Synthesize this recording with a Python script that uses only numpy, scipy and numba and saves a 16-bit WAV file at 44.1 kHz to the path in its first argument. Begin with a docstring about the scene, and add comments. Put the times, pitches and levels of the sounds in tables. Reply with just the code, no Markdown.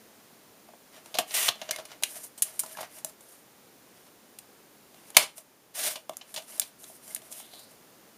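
"""A plastic paper trimmer on a desk in a small room, close to the microphone, over a faint hiss.
Light taps and rubs; the blade carriage clicks down, rasps through cardstock and hits its stop (1.5 s).
Hands shift the card: clicks, scrapes, tiny squeaks. The arm snaps loudly against the bed and buzzes
(5.2 s), and the gain control ducks. The card slides across the bed (5.7 s), is handled again and is
drawn off with a swish (7.3 s). Contacts and friction ring the plastic body."""
import sys
import numpy as np
from scipy import signal
from scipy.fft import rfft, irfft
from scipy.io import wavfile
from scipy.ndimage import uniform_filter1d
from numba import njit

SR = 44100
rng = np.random.default_rng(int(sys.argv[2]) if len(sys.argv) > 2 else 0)


def store_wav(level_fs):
    """Save 16-bit WAV to argv[1]."""
    pcm = np.round(np.clip(np.atleast_2d(level_fs), -1, 1) * 32767)
    wavfile.write(sys.argv[1], SR, pcm.T.astype(np.int16))


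N = 360297
TIME = np.arange(N) / SR

# Spectra of room air, friction and impacts: (frequency [Hz], relative level [dB])
AIR_SPECTRUM = [(15, -72.5), (25, -39), (49, -18.5), (88, -18), (112, -10), (191, -7), (219, -4.5),
                (373, -5.5), (415, -5.5), (621, -8), (1150, -12.5), (3090, -18), (4040, -18.5), (7680, -19),
                (15000, -19.5)]
SCRAPE_SPECTRUM = [(200, -23), (500, -5.5), (650, 0), (1000, -0.5), (2000, 0), (3500, -6), (6000, -6),
                   (8000, -9.5), (15000, -31)]
HISS_SPECTRUM = [(2000, -42), (5000, -6.5), (7000, -2.5), (9500, 3.5), (12500, 1), (15000, -7.5)]
SLIDE_SPECTRUM = [(80, -31), (170, -19.5), (450, -14), (700, -5), (1100, -14.5), (1600, -8), (3000, -9.5),
                  (4500, -9), (7000, -6.5), (8600, -3.5), (11000, -5.5), (15000, -10)]
CUT_SPECTRUM = [(59, -55), (100, -25.5), (297, -18), (452, -10.5), (482, -15.5), (594, -9), (1070, -7.5),
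                (1770, -7), (1920, 2), (2090, -4), (3110, -4), (5040, -7), (5840, -4), (8880, -1),
                (15000, -6.5)]
CLACK_SPECTRUM = [(300, -27), (900, -11), (1400, -5), (2200, -0.5), (3300, 1), (5500, -0.5), (7000, -1),
                  (10000, -28), (15000, -33)]
TICK_SPECTRUM = [(2500, -34), (5500, -9.5), (7000, -2.5), (9500, 0), (12000, -1.5), (15000, -8)]
SNAP_SPECTRUM = [(400, -33), (800, -9), (1100, -1.5), (1650, -12), (2100, 1.5), (2500, -0.5), (2900, -2),
                 (3700, 0), (5700, -2.5), (7000, -5.5), (10000, -23.5), (15000, -37.5)]
BUZZ_SPECTRUM = [(60, -31), (150, -15.5), (400, -8.5), (680, -5.5), (850, -3.5), (1150, -4), (1700, -7.5),
                 (2200, -10.5), (3100, -8.5), (8000, -7.5), (9700, -5.5), (15000, -20.5)]
# Resonances of bed and arm: (frequency [Hz], width [Hz], relative gain [dB])
BODY_MODES = [(633, 37, 3.5), (690, 32, -12.5), (1160, 87, -13.5), (2180, 90, -8), (2990, 340, -2),
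              (3490, 100, -2), (3960, 320, -6), (4770, 230, -8), (5670, 91, -6), (8240, 150, -7),
              (9130, 210, -7), (10560, 120, -5.5)]
# Plastic sticking on plastic: (time [s], length [s], pitch [Hz], level [dB])
PLASTIC_SQUEAKS = [(1.728, 0.027, 2150, -41.5), (2.75, 0.0092, 1700, -46), (6.52, 0.0083, 3050, -50.5),
                   (7.104, 0.015, 2070, -54.5)]

# Levels from here on are drive levels into the body.
# Card drawn off the bed: (time [s], length [s], level [dB])
CARD_PULLS = [(7.31, 0.14, -58.5), (7.502, .1, -55.5)]
# Hands and card over the plastic: (time [s], length [s], scrape [dB], hiss [dB])
RUB_STROKES = [(0.909, 0.086, -58, -64), (1.034, 0.091, -54.5, -54), (1.548, .14, -53.5, -59),
               (1.709, 0.091, -49, -53), (1.858, 0.071, -50, -57), (2.038, 0.22, -59, -43.5),
               (2.142, 0.033, -51.5, -57), (2.435, 0.31, -55, -47), (2.759, 0.095, -49, -54.5),
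               (2.891, .1, -59, -50), (3.045, 0.061, -61, -52), (3.206, 0.19, -65, -52.5),
               (3.903, 0.19, -65.5, -65), (4.938, 0.15, -61.5, -60.5), (5.354, .035, -51.5, -40.5),
               (6.098, 0.2, -56, -59), (6.274, 0.17, -58, -51), (6.459, .22, -54.5, -47),
               (6.777, 0.19, -62, -48.5), (7.006, 0.17, -59, -48), (7.21, 0.29, -60.5, -54.5),
               (7.304, .09, -60, -44), (7.499, 0.14, -61, -50.5), (7.668, 0.067, -66, -59)]
# Contacts of carriage, arm, card and fingers; then the arm's snap against the bed:
# (time [s], knock [dB], clack [dB], tick [dB], knock pitch [Hz], ring pitch [Hz], t60 [s])
CLICK_HITS = [(0.686, -48.5, -63, -72, 684, 1600, 0.023), (0.735, -49.5, -70, -74, 676, 1900, 0.057),
              (1.142, -40, -35.5, -40, 660, 4180, 0.062), (1.151, -35.5, -38, -45, 630, 4200, 0.051),
              (1.17, -46, -40.5, -46, 650, 4200, 0.11), (1.1857, -22.5, -23, -22, 684, 2950, .055),
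              (1.308, -49, -39.5, -49, 640, 5810, .03), (1.482, -30.5, -24, -28.5, 770, 3420, 0.042),
              (1.4872, -29, -21.5, -30, 870, 3400, 0.027), (1.615, -37, -36, -47, 624, 1620, 0.057),
              (1.69, -37.5, -36.5, -52, 643, 3040, 0.039), (1.709, -39.5, -27, -25, 620, 5560, .024),
              (1.7604, -47, -37, -38, 592, 2160, .022), (1.7848, -39, -44, -46.5, 610, 3370, 0.099),
              (1.8522, -51, -44.5, -44.5, 560, 10790, .04), (2.024, -40, -43, -38, 630, 9970, 0.032),
              (2.0347, -39.5, -23, -21, 654, 10400, 0.025), (2.3765, -55, -51, -41.5, 646, 8140, 0.13),
              (2.4212, -66, -31.5, -14.5, 910, 10100, 0.039), (2.5925, -55, -38.5, -20.5, 950, 9500, 0.051),
              (2.634, -39.5, -51, -38.5, 900, 7110, 0.062), (2.7712, -40, -43.5, -47, 900, 1740, .02),
              (2.786, -36, -60, -56, 845, 1810, .078), (2.8065, -38.5, -55, -38, 610, 1610, .046),
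              (2.829, -38.5, -49, -47, 880, 7430, .04), (3.0464, -41.5, -44.5, -26, 665, 6430, .017),
              (4.387, -67, -47.5, -39.5, 530, 9100, 0.025), (5.1028, -54, -54, -42.5, 850, 9970, .017),
              (5.1462, -50, -44, -47, 687, 3120, 0.16), (5.9563, -38.5, -34, -38.5, 620, 2660, 0.078),
              (6.094, -28.5, -39, -36, 604, 2990, 0.016), (6.169, -68, -47, -30.5, 640, 6420, .01),
              (6.2117, -48, -41, -69, 730, 2970, .066), (6.3415, -47.5, -39, -33, 654, 7340, 0.07),
              (6.3614, -44, -31, -37, 640, 4040, 0.059), (6.374, -37.5, -35.5, -39, 650, 2870, 0.088),
              (6.5968, -45, -32, -15, 620, 12900, .014), (6.616, -48, -33.5, -38, 637, 4200, 0.092),
              (6.841, -68, -47, -49, 505, 7540, 0.019), (6.898, -50.5, -63, -63, 644, 3000, 0.024),
              (7.1475, -62, -49.5, -26, 730, 9400, 0.016), (7.162, -57, -41.5, -39, 627, 9450, 0.029),
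              (7.324, -64, -50, -38.5, 574, 5280, .05), (7.4, -50, -51, -59, 870, 2410, 0.02),
              (7.534, -51, -51, -58, 650, 4200, 0.031)]
SNAP_HITS = [(5.1668, -22, -11.5, -6.5, 644, 12600, .024), (5.1688, -19, -6, -7, 695, 2410, .016),
             (5.1775, -25, -25, -26.5, 636, 3983, .045)]


def undb(db):
    """Decibels to gain."""
    return 10 ** (np.asarray(db) / 20)


def unit(x):
    """Scale to rms 1."""
    return x / np.sqrt(np.mean(x ** 2))


def decay(t, t60_s):
    """Exponential fall, 60 dB in t60_s."""
    return np.exp(-np.log(1000) * t / t60_s)


def colour(x, spectrum):
    """Shape by a spectrum table; rms 1."""
    hz, db = np.transpose(spectrum)
    bins_hz = np.fft.rfftfreq(len(x), 1 / SR) + 1
    gain = undb(np.interp(np.log(bins_hz), np.log(hz), db))
    return unit(irfft(rfft(x) * gain, len(x)))


def resonate(x, hz, width_hz):
    """One resonance, gain 1 at its centre."""
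    return signal.lfilter(*signal.iirpeak(hz, hz / width_hz, fs=SR), x)


def highpass(x, hz, order=2):
    """Maximally flat high-pass."""
    return signal.sosfilt(signal.butter(order, hz, "high", fs=SR, output="sos"), x)


def walk(rate_hz):
    """Smooth random wander, spread near 1."""
    hold = max(int(SR / rate_hz), 1)
    steps = np.repeat(rng.standard_normal(N // hold + 1), hold)
    return 1.2 * uniform_filter1d(steps, hold)[:N]


def band_noise(hz, width_hz):
    """Noise band around a fixed or moving pitch; rms 1."""
    wobble = walk(width_hz) + 1j * walk(width_hz)
    phase = 2 * np.pi * np.cumsum(hz * np.ones(N)) / SR
    return unit(np.real(wobble * np.exp(1j * phase)))


def envelope(start_s, length_s, attack_s, release_s, slope_db_per_s=0):
    """Gain of one movement: rise, sloped hold, release."""
    t = TIME - start_s
    trend = undb(slope_db_per_s * np.clip(t, 0, length_s))
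    return np.clip(t / attack_s, 0, 1) * trend * np.exp(-np.maximum(t - length_s, 0) / release_s)


def friction(spectrum, slips_per_s, spread_db, catch_db, catch_hz):
    """Tiny slips of unequal size, bunched as the contact catches; rms 1."""
    slips = (rng.random(N) < slips_per_s / SR) * rng.choice([-1, 1], N)
    sizes = undb(spread_db * np.minimum(rng.exponential(size=N), 5))
    return colour(slips * sizes * undb(catch_db * walk(catch_hz)), spectrum)


def background():
    """Room air and microphone hiss, with a low wavering hum."""
    air = undb(-56 + 0.36 * walk(3)) * colour(rng.standard_normal(N), AIR_SPECTRUM)
    hum = undb(-76) * band_noise(222, width_hz=15)
    return air + hum


def room(x, wet_db, bass_t60_s, treble_t60_s, gap_s, split_hz=4000):
    """Dense reflections of a small furnished room; treble dies first."""
    t = TIME[:SR // 2]
    noise = rng.standard_normal(len(t)) * (t > gap_s)
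    bass = signal.sosfilt(signal.butter(3, split_hz, fs=SR, output="sos"), noise)
    treble = highpass(noise, split_hz, order=3)
    tail = bass * decay(t, bass_t60_s) - treble * decay(t, treble_t60_s)
    return x + undb(wet_db) * signal.fftconvolve(x, tail / np.linalg.norm(tail))[:N]


def body(drive):
    """The plastic bed and arm ring when touched."""
    ringing = sum(undb(db) * resonate(drive, hz, width_hz) for hz, width_hz, db in BODY_MODES)
    return undb(-3) * (drive + ringing)


def swish(start_hz=2910, rise_hz_per_s=4700):
    """Hiss of the card, rising in pitch as it leaves the bed."""
    centre_hz = start_hz + rise_hz_per_s * np.maximum(TIME - CARD_PULLS[0][0], 0)
    pulls = sum(undb(db) * envelope(start_s, length_s, attack_s=0.031, release_s=0.075)
                for start_s, length_s, db in CARD_PULLS)
    return band_noise(centre_hz, width_hz=1900) * pulls


def squeaks():
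    """Brief stick-slip tones of wavering pitch."""
    out = np.zeros(N)
    waver = 1 + 0.035 * walk(900)
    for start_s, length_s, hz, db in PLASTIC_SQUEAKS:
        arch = np.sin(np.pi * np.clip((TIME - start_s) / length_s, 0, 1) ** 0.56)
        out += undb(db) * np.sqrt(2) * arch * np.sin(2 * np.pi * np.cumsum(hz * waver) / SR)
    return out


def rubbing():
    """Fingers and card rub the plastic under uneven pressure: dull scrape, soft hiss."""
    scrape = friction(SCRAPE_SPECTRUM, slips_per_s=6200, spread_db=3, catch_db=1.3, catch_hz=63)
    bed_hollow = undb(-1) * resonate(scrape, 620, width_hz=91)
    scrape = unit(scrape + bed_hollow)
    hiss = friction(HISS_SPECTRUM, slips_per_s=7500, spread_db=2.5, catch_db=1.75, catch_hz=60)
    pressure = undb(2.5 * walk(22))
    out = np.zeros(N)
    for start_s, length_s, scrape_db, hiss_db in RUB_STROKES:
        stroke = envelope(start_s, length_s, attack_s=0.028, release_s=0.018)
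        out += stroke * (undb(scrape_db) * scrape + undb(hiss_db) * hiss)
    return out * pressure


def edge_catches(above_rub_db=3.5, knock_hz=640, ring_hz=7545, t60_s=0.037):
    """Hit rows: an edge catches once per rub, at a random moment."""
    hits = []
    for start_s, length_s, scrape_db, hiss_db in RUB_STROKES:
        levels_db = np.array([scrape_db, scrape_db, hiss_db]) + above_rub_db
        hits.append((start_s + rng.random() * length_s, *levels_db, knock_hz, ring_hz, t60_s))
    return hits


def contacts(hits, clack_spectrum, rise_s, knock_width_hz, desk_t60_s, desk_db,
             ring_db, ring_width_hz, crack_db):
    """Each hit cracks and chatters: low knock of bed and desk, clack of the arm, bright tick."""
    t = TIME[:SR // 5]
    onset = t < 0.008  # hit levels are rms over this window
    clacks = friction(clack_spectrum, slips_per_s=15000, spread_db=1.5, catch_db=0.5, catch_hz=900)
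    ticks = friction(TICK_SPECTRUM, slips_per_s=10000, spread_db=2.5, catch_db=1.5, catch_hz=520)
    out = np.zeros(N + len(t))
    for start_s, knock_db, clack_db, tick_db, knock_hz, ring_hz, t60_s in hits:
        span = slice(int(start_s * SR), int(start_s * SR) + len(t))
        # shorter contact, stronger first crack
        crack = undb(crack_db) * 0.013 / t60_s * np.exp(-t / 0.00021)
        rise = 1 - np.exp(-(t / rise_s) ** 2)
        fade = rise * (decay(t, t60_s) + crack)
        # each spot on the plastic favours one pitch
        clack, tick = (x + undb(ring_db) * resonate(x, ring_hz, ring_width_hz)
                       for x in (clacks[span] * fade, ticks[span] * fade))
        push, shake = rng.standard_normal((2, len(t)))
        bed = resonate(resonate(push * fade, knock_hz, knock_width_hz), knock_hz, 1200)
        bed = highpass(highpass(bed, 510), 510)
        desk = resonate(resonate(shake * decay(t, desk_t60_s), 260, 300), 200, 460)
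        knock = unit(bed) + undb(desk_db) * unit(desk)
        for part, db in (knock, knock_db), (clack, clack_db), (tick, tick_db):
            out[span] += undb(db) * part / np.std(part[onset])
    return out[:N]


def clicks():
    """Carriage, arm, card and fingers tap the plastic."""
    return contacts(CLICK_HITS + edge_catches(), CLACK_SPECTRUM, rise_s=0.0005, knock_width_hz=260,
                    desk_t60_s=0.07, desk_db=-13, ring_db=-1, ring_width_hz=900, crack_db=2)


def card_slide():
    """The card is pushed across the bed, gathers speed and coasts to rest."""
    rasp = friction(SLIDE_SPECTRUM, slips_per_s=12000, spread_db=-0.2, catch_db=1.3, catch_hz=100)
    push = envelope(start_s=5.738, length_s=0.14, attack_s=0.032, release_s=0.033, slope_db_per_s=70)
    return undb(-30.5) * rasp * push


def blade_cut(roll_s=1.261, bite_s=1.337, stop_s=1.487):
    """The carriage rolls; the blade bites, tears fibres and eases off until the stop."""
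    rasp = friction(CUT_SPECTRUM, slips_per_s=6500, spread_db=1, catch_db=1.2, catch_hz=330)
    roll = envelope(roll_s, stop_s - roll_s, attack_s=0.066, release_s=0.005)
    bite = envelope(bite_s, stop_s - bite_s, attack_s=0.0052, release_s=0.005, slope_db_per_s=-28.5)
    return rasp * np.hypot(undb(-37) * roll, undb(-22) * bite)


def arm_snap():
    """The arm strikes the bed hard and buzzes to rest."""
    blow = contacts(SNAP_HITS, SNAP_SPECTRUM, rise_s=0.00063, knock_width_hz=190,
                    desk_t60_s=0.13, desk_db=-16.5, ring_db=-9.5, ring_width_hz=1100, crack_db=-11)
    buzz = friction(BUZZ_SPECTRUM, slips_per_s=16000, spread_db=1.5, catch_db=1.5, catch_hz=170)
    settle = envelope(start_s=5.166, length_s=0.06, attack_s=0.008, release_s=0.025)
    return blow + undb(-26.5) * buzz * settle


def scene():
    """Trimmer in the room, over the background; mono."""
    drive = clicks() + arm_snap() + blade_cut() + card_slide() + rubbing() + swish()
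    trimmer = body(drive) + squeaks()
    in_room = room(trimmer, wet_db=-13, bass_t60_s=0.22, treble_t60_s=0.14, gap_s=0.0068)
    return (in_room + background())[None]


@njit
def follow(x, attack_s, release_s):
    """Level follower with separate rise and fall times."""
    out, level = np.empty(len(x)), 0.
    for i in range(len(x)):
        lag_s = attack_s if abs(x[i]) > level else release_s
        level += (abs(x[i]) - level) / (SR * lag_s)
        out[i] = level
    return out


def record(dry):
    """Gain control ducks after the snap, whose tips clip; microphone treble notch; band limits."""
    threshold, max_duck_db, bottom_hz, top_hz = 0.19, 3.6, 30, 15400
    level = follow(dry[0], attack_s=0.005, release_s=1.5)
    duck = np.clip(level / threshold, 1, undb(max_duck_db))
    clipped = np.clip(dry[0] / duck, -1, 1)
    notched = clipped - 0.72 * resonate(clipped, 7850, width_hz=300)
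    lowpass = signal.ellip(10, 0.2, 80, top_hz, fs=SR, output="sos")
    return signal.sosfilt(lowpass, highpass(notched, bottom_hz))[None]


dry = scene()
out = record(dry)
store_wav(out)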